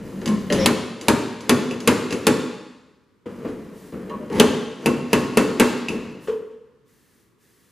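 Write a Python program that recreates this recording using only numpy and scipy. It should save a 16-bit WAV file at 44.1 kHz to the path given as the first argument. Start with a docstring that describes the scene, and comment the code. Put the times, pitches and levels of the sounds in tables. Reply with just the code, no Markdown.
"""A faint rub of skin and a dry scrape of steel come first, then knocks and squeaks, then a slide hammer's blows.
It pulls a dent out of a steel car panel in a workshop: five blows on one welded pin, five on the next.
At each blow the weight slams into its stop: noise bursts and fading sine tones make the crack and ringing rod,
the booming, clashing sheet and the answering room. Between blows the tool knocks and rattles, as bursts and tones;
scrapes are filtered runs of tiny impacts. At the end the tool slips off a twanging pin and a palm hisses on the panel."""
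import sys
import numpy as np
from scipy import signal
from scipy.fft import rfft, irfft, next_fast_len
from scipy.io import wavfile
from scipy.ndimage import uniform_filter1d

SR = 44100
rng = np.random.default_rng(int(sys.argv[2]) if len(sys.argv) > 2 else 0)


def log_audio(samples):
    """Write samples as a 16-bit WAV file to the path given in sys.argv[1]."""
    # one column per channel
    frames = np.atleast_2d(samples).T
    # limit to full scale, then quantise
    limited = np.clip(frames, -1, 1)
    pcm = np.round(limited * 32767).astype(np.int16)
    wavfile.write(sys.argv[1], SR, pcm)


N = 340011
TIME = np.arange(N) / SR  # seconds

# All levels in the tables are relative; t60 is the time a sound takes to fade by 60 dB.
# the weight hits the stop: (time [s], steel crack [dB], panel boom [dB], sheet clash [dB])
BLOWS = [(0.6595, 0.5, -12, -15.5), (1.0832, -1, -10, -14), (1.4941, -0.5, -9, -15.5),
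         (1.875, 0, -10, -13.5), (2.268, -0.5, -10, -15), (4.3985, 0, -8, -14.5),
         (4.8597, -7.5, -11, -22.5), (5.1307, -5.5, -9.5, -17), (5.372, -4.5, -10, -15.5),
         (5.598, -2, -11, -12.5)]
NEXT_PIN_S = 3  # blows after this time pull at the second pin
# the steel rod: (frequency [Hz], level [dB], t60 [s])
ROD_MODES = [(1046, -1, 0.32), (1630, -10, 0.18), (2006, -5, 0.055), (2230, -3, 0.24), (2890, -1.5, 0.15),
             (2990, -3.5, 0.14), (3457, -6.5, .12), (3870, -5.5, 0.12), (4815, 4, 0.073),
             (5400, -10.5, 0.17), (6060, -1, .12), (6570, 1, 0.099), (7350, -0.5, 0.064),
             (7840, -12.5, .12), (10220, -1.5, .16), (11900, -14, .1)]
# the sliding weight: (frequency [Hz], level [dB], t60 [s])
WEIGHT_MODES = [(2624, -1, .1), (2684, -13.5, 0.52), (2720, 2.5, 0.026), (2930, -8, 0.079),
                (2475, -4.5, 0.05)]
# the panel pulled at the first and at the second pin: (frequency [Hz], level [dB], t60 [s])
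PANEL_FIRST_MODES = [(88.5, -24, .4), (114.4, -17, 0.98), (140.6, -12, 0.44), (186, -9.5, 0.44),
                     (212, -9.5, 0.066), (245.6, -7, 0.5), (275.6, -6.5, 0.063), (319, -2, .2),
                     (411, 2.5, 0.065), (455, -7, 0.17), (473, -12, 0.43), (584, -10.5, 0.32),
                     (845, -10, 0.11), (1116, -6.5, .22)]
PANEL_SECOND_MODES = [(84, -20, 0.74), (135, -18.5, 0.95), (201, -4, .18), (241.6, 5.5, 0.27),
                      (261.4, -6.5, 0.33), (338, -1.5, 0.18), (381, 3.5, .14), (420, 1.5, 0.051),
                      (459, -8, 0.062), (588, -5.5, 0.18), (823, -16.5, 0.61), (1096, -13.5, 0.61)]
# first swing of the spot where the pin is welded: (frequency [Hz], level [dB], t60 [s])
TUG_MODES = [(215, -1, 0.11), (439, 2.5, 0.08), (910, -7, 0.048)]
# the panel springing back: (frequency [Hz], level [dB], t60 [s])
REBOUND_MODES = [(258, -3, 0.042), (470, -5, 0.015)]
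# steel crack at the stop: (frequency [Hz], level [dB]) and (frequency [Hz], t60 [s])
CRACK_SPECTRUM = [(300, -14), (900, 4.5), (1700, -12), (3000, -2), (4200, -1.5), (6000, -8), (10500, -5),
                  (14000, -14), (16000, -26.5)]
CRACK_T60 = [(1000, 0.01), (3000, 0.011), (6000, 0.012), (12000, .007)]
# clash of the sheet: (frequency [Hz], level [dB]) and (frequency [Hz], t60 [s])
CLASH_SPECTRUM = [(300, -4.5), (520, 6.5), (700, -10.5), (900, 4), (1150, -1), (1400, -0.5), (2700, -1),
                  (4500, -17), (6000, -20), (10000, -20.5), (15000, -29.5)]
CLASH_T60 = [(500, .2), (1500, 0.21), (4000, 0.078), (12000, 0.038)]
# deep boom of the sheet: (frequency [Hz], level [dB]) and (frequency [Hz], t60 [s])
BOOM_SPECTRUM = [(25, -40.5), (55, -26), (90, -12.5), (150, -8.5), (200, -3.5), (250, 2), (330, -4),
                 (470, -2), (600, -14.5), (720, -21), (1100, -19), (2500, -30.5), (6000, -52.5)]
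BOOM_T60 = [(60, 0.49), (250, 0.43), (1000, .3)]
# the hollow car body ringing on: (frequency [Hz], level [dB]) and (frequency [Hz], t60 [s])
SHELL_SPECTRUM = [(100, -14), (250, -0.5), (480, 0), (700, -11.5), (1100, 3.5), (1500, -4), (2700, -7),
                  (4500, -5.5), (5600, -9), (7000, -4.5), (10000, -12.5), (15000, -24.5)]
SHELL_T60 = [(200, .9), (1200, 1), (4500, 1), (8000, 0.44), (14000, 0.57)]
# on the first pull at each pin the jaw bites in with a bright snap: (frequency [Hz], level [dB])
BITE_SPECTRUM = [(1500, -29.5), (2500, -14), (2900, 3), (4500, -2), (5200, -14), (9000, -20),
                 (15000, -35.5)]
BITE_DB, BITE_T60_S = -9.5, 0.033
# light knocks of weight and jaw:
# (time [s], tick [dB], panel thud [dB], weight chime [dB], jaw clank [dB])
KNOCKS = [(0.215, -46.5, -28.5, -54, -41.5), (0.258, -27.5, -26.5, -44.5, -38),
          (0.276, -29.5, -23, -39, -35), (0.501, -35, -20, -34.5, -22), (0.524, -21, -23.5, -33.5, -27.5),
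          (1.012, -33.5, -36.5, -46, -52), (1.407, -40, -38, -61, -59.5), (1.710, -36, -24, -31, -43),
          (1.803, -36, -43, -50, -53.5), (2.107, -31.5, -25, -31.5, -40), (2.125, -27.5, -22, -28, -36),
          (3.445, -64.5, -24.5, -70.5, -59), (3.922, -59, -31, -68, -54.5), (4.096, -52, -28.5, -63, -40),
          (4.299, -49.5, -25.5, -52, -45), (5.885, -30.5, -24.5, -22, -45)]
# a light tick of steel: (frequency [Hz], level [dB])
TICK_SPECTRUM = [(300, -11), (900, -6), (1800, -1.5), (3200, 0), (5000, 1), (7000, -1.5), (9000, -16.5),
                 (10400, -12), (12000, -21.5), (15000, -24.5)]
# the jaw on its pin: (frequency [Hz], level [dB], t60 [s])
JAW_MODES = [(1700, -6.5, 0.079), (1847, -2.5, .07), (2110, -7.5, .06), (2880, -5, 0.1), (3180, -8.5, 0.1),
             (4090, -11.5, 0.1)]
ROD_PER_TICK_DB = -13.5  # every tick rings the rod in proportion
SLACK_SUSTAIN = 1.5  # between pulls the slack rod rings this many times longer
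BOUNCE_S, BOUNCE_DB = .022, -10  # the loose weight touches again, this much later and weaker
# a pin is flicked or let go:
# (time [s], upper mode [dB], lower mode [dB], panel thud [dB], rasp [dB])
TWANGS = [(3.257, -29.5, -49, -31.5, -44), (6.272, -32, -52, -48, -36), (6.283, -17.5, -16.5, -32, -41.5),
          (6.508, -40, -56, -69, -58)]
# a welded pin in its two planes of swing: (frequency [Hz], level [dB], t60 [s])
PIN_UPPER_MODES = [(485, 1, 0.13), (469, -12, 0.78)]
PIN_LOWER_MODES = [(436.3, 2, 0.22), (447, -17, .7)]
# rasp of finger or jaw off the pin: (frequency [Hz], level [dB])
RASP_SPECTRUM = [(300, -4), (550, 3.5), (720, -12.5), (950, 4.5), (1600, -4.5), (2400, -10.5), (3100, -6.5),
                 (4000, -18.5), (8000, -23), (15000, -48)]
# the tool is shifted or the weight dragged along the rod:
# (start [s], end [s], panel rumble [dB], scrape [dB], rod sway [dB], growth [dB/s])
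SLIDES = [(-0.02, 0.263, -37, -46.5, -30.5, -5), (0.256, 0.49, -31.5, -36.5, -21, -48.5),
          (0.51, 0.646, -23.5, -34, -18.5, -0.5), (3.286, 3.474, -39.5, -54, -44, 27),
          (3.467, 3.9, -37, -49.5, -36, -18), (3.925, 4.263, -35.5, -53.5, -35, -2.5),
          (4.313, 4.399, -31, -42, -31.5, 132), (5.888, 6.25, -27.5, -39.5, -30, -51)]
# scraping steel: (frequency [Hz], level [dB])
SCRAPE_SPECTRUM = [(400, -5.5), (560, 7.5), (720, 4), (1100, 2.5), (1400, -5), (2000, 2), (3200, -6),
                   (5800, -9), (8000, -13.5), (14000, -24.5), (16000, -32.5)]
# bending tone of the loaded rod: (frequency [Hz], level [dB], t60 [s])
SWAY_MODES = [(198.5, 0, 0.082)]
SLIDE_ATTACK_S, SLIDE_RELEASE_S = .015, .03
RUN_UP_S = 0.053  # the weight's speed grows e-fold in this time before a blow
# steel sticks and slips at a pitch:
# (start [s], end [s], start pitch [Hz], end pitch [Hz], level [dB], roughness [factor])
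SQUEAKS = [(0.149, 0.23, 195, 205, -27.5, .2), (0.258, 0.37, 228.6, 194.3, -16.5, .2),
           (0.283, 0.365, 1060, 1067, -34, .1), (0.491, 0.586, 607, 549, -23, 0.3),
           (0.56, 0.663, 546.3, 517, -22, .2), (0.583, 0.665, 5520, 5365, -32, 0.4),
           (0.512, 0.679, 3120, 3420, -34.5, 1.07), (0.57, 0.665, 1894, 2390, -34.5, .6),
           (4.099, 4.173, 1110, 1102, -33, 0.27), (4.098, 4.16, 957, 985, -37.5, .2),
           (4.186, 4.275, 610, 597, -39, 0.3), (4.304, 4.403, 867, 899, -35, .45),
           (4.333, 4.398, 2132, 1905, -41, .8)]
# skin rubs on tool and panel: (start [s], end [s], hiss [dB])
STROKES = [(0.0, 0.25, -60), (0.358, 0.649, -59.5), (3.264, 4.32, -67), (3.73, 3.876, -62.5),
           (6.193, 6.26, -57), (6.846, 7.214, -68), (7.38, 7.711, -67)]
# hiss of the palm: (frequency [Hz], level [dB])
PALM_SPECTRUM = [(350, -34.5), (600, -10.5), (677, -8.5), (1060, -11.5), (1440, -8), (1740, 4), (2430, -4),
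                 (10700, -5), (15000, -8.5)]
STROKE_ATTACK_S, STROKE_RELEASE_S = .05, .09
# echoes of the room: (frequency [Hz], level [dB]) and (frequency [Hz], t60 [s])
ROOM_SPECTRUM = [(50, -3), (200, 5.5), (450, 4), (750, 3), (1500, 2.5), (4500, -0.5), (8000, -2),
                 (15000, -9.5)]
ROOM_T60 = [(100, 0.93), (400, 0.95), (1200, 1.0), (4500, 1), (8000, 0.94), (14000, 0.49)]
# how much the echoes differ between left and right: (frequency [Hz], level [dB])
ROOM_WIDTH = [(30, -1.5), (120, -16.5), (500, -13.5), (1200, -11.5), (2200, -17.5), (4000, -13.5),
              (10000, -4.5)]
# the work stands a little to the left: (frequency [Hz], left minus right [dB])
LEFT_DB = [(60, -.4), (200, .3), (450, 1), (700, 1.8), (1300, 1.5), (2400, .4), (4400, 0), (9000, 1)]
# faint low hum of air: (frequency [Hz], level [dB])
AIR_SPECTRUM = [(25, -18), (60, 1), (130, 3.5), (250, 2), (420, 0.5), (700, -19), (1100, -8.5),
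                (2500, -20.5), (6000, -28), (15000, -37)]


def undb(db):
    """Turn decibels into a gain factor."""
    return 10 ** (np.asarray(db) / 20)


def unit(x):
    """Scale to an rms (average strength) of 1."""
    return x / np.sqrt(np.mean(x ** 2))


def read(points, hz):
    """Look up a (frequency, value) table, evenly spaced in pitch."""
    f, value = np.transpose(points)
    return np.interp(np.log(hz + 1), np.log(f), value)


def colour(x, spectrum):
    """Make each frequency louder or softer, as a spectrum table says."""
    size = next_fast_len(len(x))
    hz = np.arange(size // 2 + 1) * SR / size
    return irfft(rfft(x, size) * undb(read(spectrum, hz)), size)[:len(x)]


def noise(spectrum, size=N):
    """Steady random hiss with a given spectrum, rms 1."""
    return unit(colour(rng.standard_normal(size), spectrum))


def fade(t60, size=SR):
    """Exponential decay: down 60 dB after t60 seconds."""
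    return np.exp(-np.log(1000) * TIME[:size] / t60)


def wash(spectrum, decays, size=SR):
    """Countless overlapping modes: noise whose octaves each die at their own rate."""
    bins = rfft(noise(spectrum, size))
    octave = np.log2(np.clip(np.arange(len(bins)) * SR / size, 32, 16384))
    total = np.zeros(size)
    for k in range(5, 15):  # bands centred on 32 Hz to 16384 Hz, blending into each other
        band = irfft(bins * np.maximum(1 - abs(octave - k), 0), size)
        total += band * fade(read(decays, 2. ** k), size)
    return total


def ring(modes, detune=0.0023, sustain=1):
    """Fading sine tones of a struck body; the grip shifts them a little on every hit."""
    shifts = 1 + detune * rng.standard_normal(len(modes))
    total = np.zeros(SR)
    for k, (hz, db, t60) in enumerate(modes):
        tone = np.sin(2 * np.pi * hz * shifts[k] * TIME[:SR])
        total += (-1) ** k * undb(db) * fade(t60 * sustain) * tone
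    return total


def add(track, s, sound):
    """Mix a sound in at time s."""
    start = max(int(s * SR), 0)
    track[start:start + len(sound)] += sound[:N - start]


def drive(force, response):
    """What a body gives off under a running force, rms 1."""
    return unit(signal.fftconvolve(force, response)[:N])


def gesture(start, end, attack_s, release_s):
    """Loudness of one movement: it sets in, holds, and dies away after its end."""
    onset = np.clip((TIME - start) / attack_s, 0, 1)
    return onset * np.exp(-np.maximum(TIME - end, 0) / release_s)


def blows():
    """The stop cracks and rings; the jerk runs down the rod, tugs at the pin and sets the whole sheet going."""
    out = np.zeros(N)
    # bending waves need a moment to spread over the sheet, the long ones most
    clash_swell, boom_swell = 1 - fade(.014), 1 - fade(0.043)
    for s, crack_db, boom_db, clash_db in BLOWS:
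        first = s < NEXT_PIN_S
        crack = wash(CRACK_SPECTRUM, CRACK_T60)
        crack += undb(-13.5) * noise(CRACK_SPECTRUM, SR) * fade(0.063)
        crack *= 1 - fade(0.0033)  # a very short rise
        steel = undb(-2.5) * crack + undb(-30.5) * ring(ROD_MODES)
        # the looser grip at the second pin lets the weight sing
        chime = undb(-27.5 if first else -19) * ring(WEIGHT_MODES, detune=0.006)
        # the panel clashes briefly, then the whole hollow car body rings on
        clash = wash(CLASH_SPECTRUM, CLASH_T60) + undb(-15) * wash(SHELL_SPECTRUM, SHELL_T60)
        panel = ring(PANEL_FIRST_MODES if first else PANEL_SECOND_MODES, detune=.008)
        boom = undb(-7.5) * panel + undb(-3.0) * wash(BOOM_SPECTRUM, BOOM_T60)
        tug = undb(-5 if first else 0) * ring(TUG_MODES, detune=.025)
        sheet = undb(boom_db) * (tug + boom_swell * boom) + undb(clash_db) * clash_swell * clash
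        add(out, s, undb(crack_db) * steel + chime + sheet)
        if first:  # the stiff spot springs back with a second thump
            add(out, s + .023, undb(boom_db) * ring(REBOUND_MODES))
    return out


def bites():
    """The jaw snaps tight on each fresh pin: a short burst of bright noise."""
    out = np.zeros(N)
    times = [s for s, *_ in BLOWS]
    for s in times[0], min(s for s in times if s > NEXT_PIN_S):
        add(out, s, undb(BITE_DB) * noise(BITE_SPECTRUM, SR) * fade(BITE_T60_S))
    return out


def knocks():
    """The weight comes back against the jaw and bounces once, or the jaw shifts on its pin."""
    out = np.zeros(N)
    for s, tick_db, thud_db, chime_db, jaw_db in KNOCKS:
        tick = noise(TICK_SPECTRUM, SR) * fade(.04) + undb(-13.5) * wash(SHELL_SPECTRUM, SHELL_T60)
        tick += undb(ROD_PER_TICK_DB) * ring(ROD_MODES, sustain=SLACK_SUSTAIN)
        # the sheet takes up the push gradually
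        thud = wash(BOOM_SPECTRUM, BOOM_T60) * (1 - fade(0.026))
        add(out, s, undb(tick_db) * tick + undb(thud_db) * thud)
        for delay_s, touch_db in (0, 0), (BOUNCE_S, BOUNCE_DB):
            chime = undb(chime_db) * ring(WEIGHT_MODES, detune=.006)
            clank = undb(jaw_db) * ring(JAW_MODES, detune=0.014)
            add(out, s + delay_s, undb(touch_db) * (chime + clank))
    return out


def twangs():
    """A finger or the jaw rasps off a welded pin; it swings in two planes, whose tones beat."""
    out = np.zeros(N)
    release = 1 - fade(.016)  # a soft start
    for s, upper_db, lower_db, thud_db, rasp_db in TWANGS:
        pin = undb(upper_db) * ring(PIN_UPPER_MODES, detune=.002)
        pin += undb(lower_db) * ring(PIN_LOWER_MODES, detune=0.0016)
        rasp = undb(rasp_db) * noise(RASP_SPECTRUM, SR) * fade(0.32)
        thud = undb(thud_db) * wash(BOOM_SPECTRUM, BOOM_T60)
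        add(out, s, release * (pin + rasp + thud))
    return out


def grit(rate=2500, spread_db=2):
    """Sticking and slipping steel: a dense run of uneven little impacts, rate per second."""
    hits = rng.random(N) < rate / SR
    return hits * rng.standard_normal(N) * undb(spread_db * rng.standard_normal(N))


def slides():
    """Friction of the weight shakes the rod, and through the pin the panel; it grows or wanes with the push."""
    rumble = unit(colour(grit(rate=6700), BOOM_SPECTRUM))
    sway = drive(grit(spread_db=4), ring(SWAY_MODES))
    scrape = unit(colour(grit(rate=5400, spread_db=2.5), SCRAPE_SPECTRUM))
    scrape += undb(-10.5) * drive(grit(), ring(ROD_MODES))
    scrape += undb(-8.5) * drive(grit(), ring(JAW_MODES))
    voices = undb(-2.0) * rumble, undb(-6.5) * scrape, undb(-5) * sway
    out = np.zeros(N)
    for start, end, *levels, growth_db_per_s in SLIDES:
        growth = undb(growth_db_per_s * np.clip(TIME - start, 0, end - start))
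        push = gesture(start, end, SLIDE_ATTACK_S, SLIDE_RELEASE_S) * growth
        out += push * sum(undb(db) * voice for db, voice in zip(levels, voices))
    # before each blow the weight gathers speed along the rod
    speed = sum(np.exp(-abs(s - TIME) / RUN_UP_S) * (TIME < s) for s, *_ in BLOWS)
    return out + speed * (undb(-33.5) * rumble + undb(-44) * scrape)


def squeaks(wobble=.13):
    """Short groans and squeals of dry steel; uneven slips make the pitch wander."""
    out = np.zeros(N)
    for start, end, start_hz, end_hz, db, rough in SQUEAKS:
        size = int((end - start) * SR)
        wander = unit(uniform_filter1d(rng.standard_normal(size), size=30))
        hz = np.linspace(start_hz, end_hz, size) * (1 + wobble * rough * wander)
        tone = np.sin(2 * np.pi * np.cumsum(hz) / SR)
        add(out, start, undb(db) * signal.windows.tukey(size, .5) * tone)
    return out


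def strokes():
    """Skin hisses over steel and sanded paint and stirs the sheet faintly."""
    pressure = np.zeros(N)
    for start, end, db in STROKES:
        pressure += undb(db) * gesture(start, end, STROKE_ATTACK_S, STROKE_RELEASE_S)
    return pressure * (undb(2.5) * noise(PALM_SPECTRUM) + undb(-4.5) * noise(BOOM_SPECTRUM))


def echo(x, tail):
    """Spread a sound out over a tail of echoes of unit energy."""
    return signal.fftconvolve(x, tail / np.linalg.norm(tail))[:N]


def workshop(x, wet_db, near_db):
    """A hard-walled room heard by two closely spaced capsules; echoes off the car body differ between them."""
    size = 2 * SR
    build_up = 1 - fade(0.06, size)
    mid = echo(x, wash(ROOM_SPECTRUM, ROOM_T60, size) * build_up)
    side = echo(x, wash(ROOM_SPECTRUM, ROOM_T60, size) * build_up)
    near = echo(x, rng.standard_normal(SR) * fade(.08))  # short echoes off the car body
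    side = colour(undb(wet_db) * side + undb(near_db) * near, ROOM_WIDTH)
    return x + undb(wet_db) * mid + np.outer([1, -1], side)  # left, right


def room_air():
    """A faint low hum of air: one noise shared by both ears and one opposite in them."""
    shared, opposite = noise(AIR_SPECTRUM), noise(AIR_SPECTRUM)
    return undb(-63.5) * (shared + undb(-5.5) * np.outer([1, -1], opposite))


def scene():
    """All the work in the room, slightly to the left, over a faint low hum of air."""
    work = blows() + bites() + knocks() + twangs() + slides() + squeaks() + strokes()
    left, right = workshop(work, wet_db=-12.5, near_db=-0.5)
    return np.array([colour(left, LEFT_DB), right]) + room_air()


def record(dry):
    """The microphone sheds the deepest bass; the hardest cracks overload the recorder; the top is cut."""
    bass_cut = signal.butter(1, 25, "highpass", fs=SR, output="sos")
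    heard = signal.sosfilt(bass_cut, dry)
    top_cut = signal.ellip(8, .2, 70, 15100, fs=SR, output="sos")  # low-pass at 15100 Hz
    return signal.sosfilt(top_cut, np.clip(heard, -1, 1))


dry = scene()
out = record(dry)
log_audio(out)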